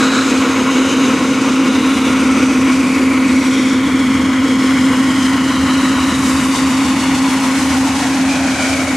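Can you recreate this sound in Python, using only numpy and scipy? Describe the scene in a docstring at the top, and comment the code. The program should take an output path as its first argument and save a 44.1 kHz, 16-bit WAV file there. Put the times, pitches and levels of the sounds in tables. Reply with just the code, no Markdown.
"""Steam bus on a village road

An old steam bus, heard in stereo from a vehicle just ahead. Its drive gear howls on one low, whistle-like
note that throbs with every turn of the crank; the casing rings along. Steam hisses and the exhaust beats
below. As the bus draws nearer its reflections off the road lag more, and a comb of ridges slides down
through the hiss, some singing out for a while."""
import sys
import numpy as np
from scipy import signal
from scipy.fft import rfft, irfft
from scipy.io import wavfile

SR = 44100
rng = np.random.default_rng(int(sys.argv[2]) if len(sys.argv) > 2 else 0)


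def wrap_up_sound(samples):
    """Save the sound to the file named by the first command line argument, as 16-bit audio."""
    columns = np.atleast_2d(samples).T
    # keep every value between -1 and 1, then stretch to whole-number steps
    tamed = np.clip(columns, -1, 1)
    steps = np.round(tamed * 32767).astype(np.int16)
    wavfile.write(sys.argv[1], SR, steps)


N = 395136
TIME_S = np.arange(N) / SR
TEETH, BEATS = 39, 4   # gear teeth and exhaust beats per turn of the crank

# Level of the drive's tooth rattle and of the body's drone: time_s, rattle_db, drone_db
DRIVE_LEVELS = [(0, -25, -24), (1, -24.5, -22.5), (2, -20.5, -29.5), (2.5, -22.5, -28), (3, -23, -30),
                (4, -23, -32), (4.9, -27, -31), (5.15, -23, -37), (6, -25, -34.5), (7, -26.5, -34),
                (8, -28, -36), (8.96, -33, -34)]


def from_db(db):
    """Decibels to gain."""
    return 10 ** (np.asarray(db) / 20)


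def rms_one(x):
    """Scale to rms 1."""
    return x / np.sqrt(np.mean(x ** 2) + 1e-20)


def in_time(rows):
    """Each column of a timed table at every sample."""
    time_s, *columns = np.transpose(rows)
    return [np.interp(TIME_S, time_s, column) for column in columns]


def at_hz(points, hz):
    """Read a spectrum on a log-frequency axis."""
    point_hz, value = np.transpose(points)
    return np.interp(np.log(hz), np.log(point_hz), value)


def drift(rate_hz, step=40):
    """Smooth random wander with a spread of 1."""
    pole = np.exp(-2 * np.pi * rate_hz * step / SR)
    white = rng.standard_normal(N // step + 2002)
    slow = signal.lfilter([1], [1, -2 * pole, pole * pole], white)[2000:]
    return np.interp(np.arange(N) / step, np.arange(len(slow)), rms_one(slow))


def cycle(turns, peak_at=0):
    """A cosine that peaks at the given share of each turn."""
    return np.cos(2 * np.pi * (turns - peak_at))


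def bumps(rows, half_s):
    """Bell-shaped changes of level in dB, one for each row."""
    return sum(db * np.exp(-np.minimum(((TIME_S - at_s) / half_s) ** 2, 20)) for at_s, db in rows)


def resonate(x, hz, width_hz):
    """One resonance; rms 1."""
    r = np.exp(-np.pi * width_hz / SR)
    return rms_one(signal.lfilter([1, 0, -1], [1, -2 * r * np.cos(2 * np.pi * hz / SR), r * r], x))


def noise(spectrum):
    """Stereo noise of a given colour, falling steeply beyond its ends; rms 1."""
    # How alike the two microphones hear it: frequency_hz, correlation
    likeness = [(30, .92), (60, 0.97), (130, 1), (330, 1), (480, 1), (650, 0.98), (1300, 1), (2600, 0.96),
                (5000, 0.93), (8500, 0.92), (13000, 0.82)]
    hz = np.maximum(np.arange(N // 2 + 1) * SR / N, 1)
    roll_off = (1 + (spectrum[0][0] / hz) ** 4) * (1 + (hz / spectrum[-1][0]) ** 4)
    alike = np.clip(at_hz(likeness, hz), 0, 1)
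    mid, side = rfft(rng.standard_normal((2, N)))
    pair = np.sqrt(1 + alike) * mid + np.sqrt(1 - alike) * side * [[1], [-1]]
    return rms_one(irfft(pair * from_db(at_hz(spectrum, hz)) / roll_off, N))


def tooth_load(crank, slack_at=.053, slack_turns=.051, slip_teeth=.38):
    """The gear winds up through each turn, then goes slack: the load drops and it slips back."""
    past_slack = (crank - slack_at + .5) % 1 - .5
    strokes_db = .35 * cycle(3 * past_slack) + .85 * cycle(6 * past_slack)   # ripple from the pistons
    load_db = -5.5 * np.exp(-(past_slack / slack_turns) ** 2) - strokes_db
    windup_teeth = slip_teeth * (past_slack - .5 * np.tanh(past_slack / slack_turns))
    runout_teeth = .1 * cycle(crank, peak_at=.11)   # the wheel runs slightly off centre
    return load_db, windup_teeth + runout_teeth


def gear_howl(crank):
    """Teeth mesh at a multiple of the crank speed; the load swells the note and the wind-up bends it."""
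    # Level of the howl: time_s, level_db
    levels = [(0, -15), (.15, -14), (.62, -15.5), (.78, -12.5), (1.28, -15), (1.4, -15), (1.55, -13),
              (2.8, -13), (4.65, -13.5), (5.5, -13.5), (6.1, -14), (6.22, -15), (6.4, -14), (7.6, -14.5),
              (7.9, -17), (8.3, -14.5), (8.6, -18.5), (8.75, -17.5), (8.96, -16.5)]
    # The howl dips briefly: time_s, depth_db
    dips = [(.525, 4), (.649, 10), (.9, 9), (1.2, 14), (1.4, 3), (1.953, 9), (5.522, 6), (6.114, 8),
            (6.558, 10), (7.603, 13), (7.995, 7), (8.566, 17), (8.876, 8)]
    load_db, lead_teeth = tooth_load(crank)
    mesh = TEETH * crank + lead_teeth + .04 * drift(19) + .038 * drift(.99)
    depth = 1 + .29 * drift(6.3)   # no two strokes unload the teeth alike
    note = np.sin(2 * np.pi * mesh) + from_db(-26) * np.sin(4 * np.pi * mesh)
    throbbing = rms_one(from_db(depth * load_db + .75 * drift(3.7)) * note)
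    howl = from_db(in_time(levels)[0] - bumps(dips, half_s=.014)) * throbbing
    left = np.r_[howl[0], howl[:-1]]   # it reaches the right microphone a sample sooner
    return np.array([left, howl])


def drive_hum(crank):
    """Other turning parts hum on multiples of the crank speed, each wandering a little in phase."""
    # Weaker tones, against the mean level of rattle and drone: crank_multiple, level_db
    tones = [(21, -19), (27, -17), (33, -10), (34, -11), (36, -14), (46, -13), (66, -15), (69, -17),
             (70, -13), (78, -16), (81, -21)]
    rattle_db, drone_db = in_time(DRIVE_LEVELS)
    hum = 0
    for multiple, db in tones:
        wander = rng.random() + .16 * drift(.98)
        hum += from_db(db) * np.sqrt(2) * np.sin(2 * np.pi * (multiple * crank + wander))
    return from_db((rattle_db + drone_db) / 2) * hum


def rattle_and_drone(crank):
    """Teeth rattle and the body drones; both chuff once a turn, and each exhaust beat throbs the drone."""
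    # Colour of the tooth rattle: frequency_hz, level_db
    rattle_colour = [(150, -37), (195, -17), (222, 2.5), (245, -6.5), (275, 0), (325, -2.5), (360, -11.5),
                     (420, -19.5), (600, -42)]
    # Colour of the body's drone: frequency_hz, level_db
    drone_colour = [(300, 3), (370, -2), (415, -6), (470, -1), (525, -0.5), (570, -18.5), (700, -35)]
    # Heavier chuffs of the drone: time_s, swell_db
    surges = [(.34, 2), (1.66, 3.5), (2.08, 6), (2.41, 7), (2.56, 2), (3.01, 6), (3.58, 7), (3.9, 3),
              (4.21, 2), (4.51, 5), (4.64, 5), (4.92, 3), (7.58, 2), (8.12, 4)]
    rattle_db, drone_db = in_time(DRIVE_LEVELS)
    chuff = cycle(crank, peak_at=.14)
    rattle = from_db(rattle_db + .8 * chuff) * noise(rattle_colour)
    throb_db = 1.8 * cycle(BEATS * (crank - .13)) * (1 + .47 * drift(9))
    swell_db = 1.8 * chuff + bumps(surges, half_s=.038) + throb_db
    return rattle + from_db(drone_db + swell_db) * noise(drone_colour)


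def clatter(crank):
    """The chassis rattles densely, and the gear casing rings a little harder at each tooth."""
    # Resonances of the casing: pitch_hz, width_hz, level_db
    casing_modes = [(1015, 32, -16.5), (1083.5, 44, -10.5), (1292, 66, -15), (1413, 48, -14),
                    (2020, 35, -20), (2228, 23, -15), (2520, 36, -23), (2852, 33, -18), (2920, 25, -23),
                    (3045, 33, -26), (3820, 25, -24)]
    # Ringing of the casing: time_s, level_db
    casing_levels = [(0, -17), (2.4, -19), (4, -20.5), (5.2, -18.5), (6.5, -20), (7.6, -19), (8.96, -25)]
    # Colour of the chassis rattle: frequency_hz, level_db
    chassis_colour = [(300, 4), (450, -6.5), (560, 4), (660, -1.5), (770, -0.5), (1100, 0.5), (1400, 1.5),
                      (1700, -3), (1950, 0.5), (2300, -1.5), (2700, -6), (3200, -13), (4500, -24),
                      (8000, -43)]
    # Shaking of the chassis: time_s, level_db
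    chassis_levels = [(0.0, -19.5), (2.22, -21), (2.34, -19), (2.54, -21), (3.89, -23.5), (4.77, -22),
                      (8.48, -21.5), (8.96, -21)]
    knocks = rng.standard_normal(N) * (1 + .76 * cycle(TEETH * crank))
    ringing = sum(from_db(db) * resonate(knocks, hz, width_hz) for hz, width_hz, db in casing_modes)
    casing = from_db(in_time(casing_levels)[0]) * ringing
    chassis = from_db(in_time(chassis_levels)[0]) * noise(chassis_colour)
    shake_db = .62 * cycle(crank, peak_at=.053) + .85 * drift(21)
    balance_db = np.array([[.34], [-.34]])   # a touch to the left
    return from_db(shake_db + balance_db - 2.03) * (chassis + casing)


def leak_flutter(crank):
    """Gain of the steam leak: it swells with each turn of the crank and with each exhaust beat."""
    turn_db = .471 * cycle(crank, peak_at=.053)
    beat_db = .87 * cycle(BEATS * crank, peak_at=.15)
    return from_db(turn_db + beat_db + 1.07 * drift(10))


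def steam_leak(flutter):
    """Escaping steam makes a broad hiss with a fine spray on top."""
    # Strength of the leak: time_s, hiss_db, spray_db
    levels = [(0.0, -25.5, -45), (.33, -26.5, -43), (0.57, -30, -46), (.76, -27, -43), (1.07, -29, -42),
              (1.17, -28.5, -46), (1.59, -29.5, -48), (1.92, -30.5, -40), (2.35, -29.5, -44),
              (2.58, -31.5, -43), (3.17, -32, -42), (3.72, -29.5, -44), (3.9, -33.5, -44), (4.4, -33, -46),
              (4.85, -30.5, -41), (5.96, -30, -40.5), (6.31, -28.5, -34.5), (6.47, -30, -34.5),
              (6.57, -25.5, -35), (6.7, -29.5, -37.5), (7.16, -28, -38.5), (7.3, -28.5, -36.5),
              (7.88, -27, -36.5), (8.5, -27.5, -40), (8.63, -26, -37), (8.96, -28.5, -37)]
    # Colour of the hiss: frequency_hz, level_db
    hiss_colour = [(1500, -1), (3000, 1.5), (3800, 2), (4800, 0.5), (6500, 1.5), (8000, -2.5),
                   (10000, -11.5), (13000, -43)]
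    # Colour of the spray: frequency_hz, level_db
    spray_colour = [(4000, -4), (7000, -0.5), (9000, 0.5), (10500, -2.5), (12000, -6), (13500, -25),
                    (15000, -30)]
    hiss_db, spray_db = in_time(levels)
    hiss = from_db(hiss_db + .2) * noise(hiss_colour)
    spray = from_db(spray_db + 4) * noise(spray_colour)
    return flutter * (hiss + spray)


def tyres():
    """Tyres rumble on the road."""
    # Strength of the rumble: time_s, level_db
    levels = [(0, -33), (3.2, -30.5), (5, -28.5), (6.8, -28.5), (7.5, -30.5), (8.96, -30)]
    # Colour of the rumble: frequency_hz, level_db
    colour = [(25, -17), (38, -26), (52, -21), (70, -8.5), (100, -3), (140, -4), (190, -0.5), (300, 2.5),
              (600, -73)]
    return from_db(in_time(levels)[0] + 4.5) * noise(colour)


def exhaust(crank):
    """Four uneven puffs a turn boom in the chimney."""
    # Draught up the chimney: time_s, level_db
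    draught = [(0, -43), (1.3, -42), (2.2, -34.5), (3.8, -39), (4.2, -28), (4.48, -45), (4.8, -30),
               (5.03, -41), (5.63, -27), (5.78, -34), (6.15, -25), (6.4, -35), (7.35, -31.5), (7.5, -36),
               (7.75, -28), (8.15, -35.5), (8.85, -33), (8.96, -35)]
    puffs = np.maximum(cycle(BEATS * crank + .014 * drift(17)), 0) ** 2
    flow = puffs * (1 + .45 * drift(20))
    boom = resonate(resonate(flow, hz=86, width_hz=15), hz=82, width_hz=21)
    return from_db(in_time(draught)[0] - 3) * boom


def long_path_ms(far_ms=.765, near_ms=1.35, meeting_s=15):
    """Lag of the longer path off the road: it grows as one over the distance, which closes steadily."""
    nearness = TIME_S / (meeting_s - TIME_S)
    return far_ms + (near_ms - far_ms) * nearness / nearness[-1]


def off_the_road(sound, echoes, bounces=3):
    """Sound bounces between road and bus by two paths, raising ridges that sink as the paths lengthen."""
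    # The shorter path changes with the lie of the road: time_s, lag_ms
    short_path = [(0, .26), (.7, .3), (2.3, .335), (3.05, .425), (3.7, .57), (5.1, .595), (5.8, .73),
                  (7.5, .96), (8.96, 1.33)]
    n = np.arange(N)
    lags_ms = long_path_ms(), in_time(short_path)[0]
    for lag_ms, (far, midway, near, dullness) in zip(lags_ms, echoes):
        flicker = from_db(.45 * drift(2.7))
        strength = np.clip(np.interp(n, [0, N / 2, N], [far, midway, near]) * flicker, 0, .7)
        smear = dullness / 4
        bounce = sound
        for _ in range(bounces):
            dulled = [np.convolve(side, [smear, 1 - 2 * smear, smear], "same") for side in bounce]
            bounce = strength * np.array([np.interp(n - lag_ms * SR / 1000, n, side) for side in dulled])
            sound = sound + bounce
    return sound


def singing_ridges(flutter, fade_s=.029):
    """Narrow bands of the hiss slide down with the comb; each swells, holds and fades."""
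    # Ridges that sing out: start_s, end_s, multiple_of_comb_spacing, width_hz, level_db
    ridges = [(-0.1, 0.25, 1.1, 490, -23.5), (-.2, 0.25, 3.0, 400, -29), (-0.5, .42, 5.9, 700, -40),
              (-.2, 1.12, 5.08, 560, -37.5), (.68, 1.11, 2.3, 380, -29), (1.3, 2.2, 2.32, 260, -34),
              (.7, 1.12, 5.25, 1000, -36), (.65, 1.12, 3.04, 480, -35), (1.68, 2.2, 3.1, 600, -34),
              (2.1, 2.85, 5.2, 600, -39), (2.1, 2.9, 6.98, 500, -44), (2, 2.48, 1.15, 160, -29),
              (2.2, 3.7, 2.04, 500, -31.5), (3.3, 3.82, 5.08, 450, -43), (3.5, 3.86, 3.02, 550, -34),
              (3.8, 5.3, 3.02, 340, -35.5), (3.7, 5.2, 1.99, 360, -31.5), (4.55, 5.6, 4.92, 440, -41),
              (4.75, 5.5, 6.9, 600, -43), (4.65, 5.3, 8.2, 600, -45), (5.15, 6.1, 3.04, 360, -33.5),
              (5.2, 6.4, 1.85, 300, -33), (5.45, 6.25, 4.0, 400, -35), (5.6, 6.8, 1.16, 290, -31.5),
              (6.0, 6.5, 5.82, 400, -43), (6.1, 6.65, 6.95, 500, -40), (6.25, 7.0, 7.95, 550, -41),
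              (6.3, 7.35, 3.92, 320, -38), (6.3, 7.4, 5.05, 400, -41), (6.0, 7.5, 3.14, 320, -37.5),
              (6.5, 7.9, 1.06, 300, -30.5), (7.8, 8.45, 1.01, 260, -28.5), (8.35, 9.2, .88, 280, -28.5),
              (8.35, 9.2, 1.94, 180, -33.5), (8.24, 9.4, 3.06, 280, -30), (8.5, 9.4, 2.99, 130, -31.5)]
    spurt = from_db(drift(12))   # they spurt a little more than the rest of the hiss
    spacing_hz = 1000 / long_path_ms()
    cycles = np.cumsum(spacing_hz) / SR
    white = rng.standard_normal((2, N))
    song = np.zeros(N)
    for k, (start_s, end_s, multiple, width_hz, db) in enumerate(ridges):
        span = slice(*np.searchsorted(TIME_S, [start_s - 10 * fade_s, end_s + 10 * fade_s]))
        rise = (1 + np.tanh((TIME_S[span] - start_s) / fade_s)) / 2
        fall = (1 + np.tanh((end_s - TIME_S[span]) / fade_s)) / 2
        own_noise = np.roll(white, k * N // len(ridges), axis=1)[:, span]
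        slow = signal.sosfilt(signal.butter(4, width_hz / 2, fs=SR, output="sos"), own_noise)
        phase = 2 * np.pi * multiple * cycles[span]
        band = rms_one(slow[0] * np.cos(phase) + slow[1] * np.sin(phase))
        song[span] += from_db(db) * rise * fall * band
    return flutter * spurt * song


def widen(sound, start_db=2, db_per_s=.79):
    """Left and right differ more as the bus draws nearer the microphones."""
    mid = sound.mean(axis=0)
    return mid + (sound - mid) * from_db(start_db + db_per_s * TIME_S)


def scene():
    """One crank times the gear, clatter, steam and exhaust; the tyres rumble underneath."""
    # Speed of the engine: time_s, turns_per_s
    speed = [(0, 6.7347), (1.3, 6.7006), (3.6, 6.689), (5.2, 6.7348), (6.8, 6.7575), (8.96, 6.8082)]
    # Clatter off the road, long path then short: far_gain, midway_gain, near_gain, dullness_0_to_1
    clatter_echoes = [(0.24, 0.22, 0.096, 0.9), (0.057, 0.21, 0.097, .8)]
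    # Steam off the road, long path then short: far_gain, midway_gain, near_gain, dullness_0_to_1
    steam_echoes = [(0.15, 0.27, 0.1, 0.69), (0.15, .17, 0.13, 1)]
    crank = np.cumsum(in_time(speed)[0]) / SR   # turns so far
    tones = gear_howl(crank) + drive_hum(crank)
    body = rattle_and_drone(crank)
    metal = clatter(crank)
    flutter = leak_flutter(crank)
    steam = steam_leak(flutter)
    low = tyres() + exhaust(crank)
    combed = off_the_road(metal, clatter_echoes) + off_the_road(steam, steam_echoes)
    return tones + singing_ridges(flutter) + widen(body + low + combed)


def record(dry, cutoff_hz=14200):
    """The top of the treble is cut steeply."""
    return signal.sosfilt(signal.ellip(10, .1, 90, cutoff_hz, fs=SR, output="sos"), dry)


dry = scene()
out = record(dry)
wrap_up_sound(out)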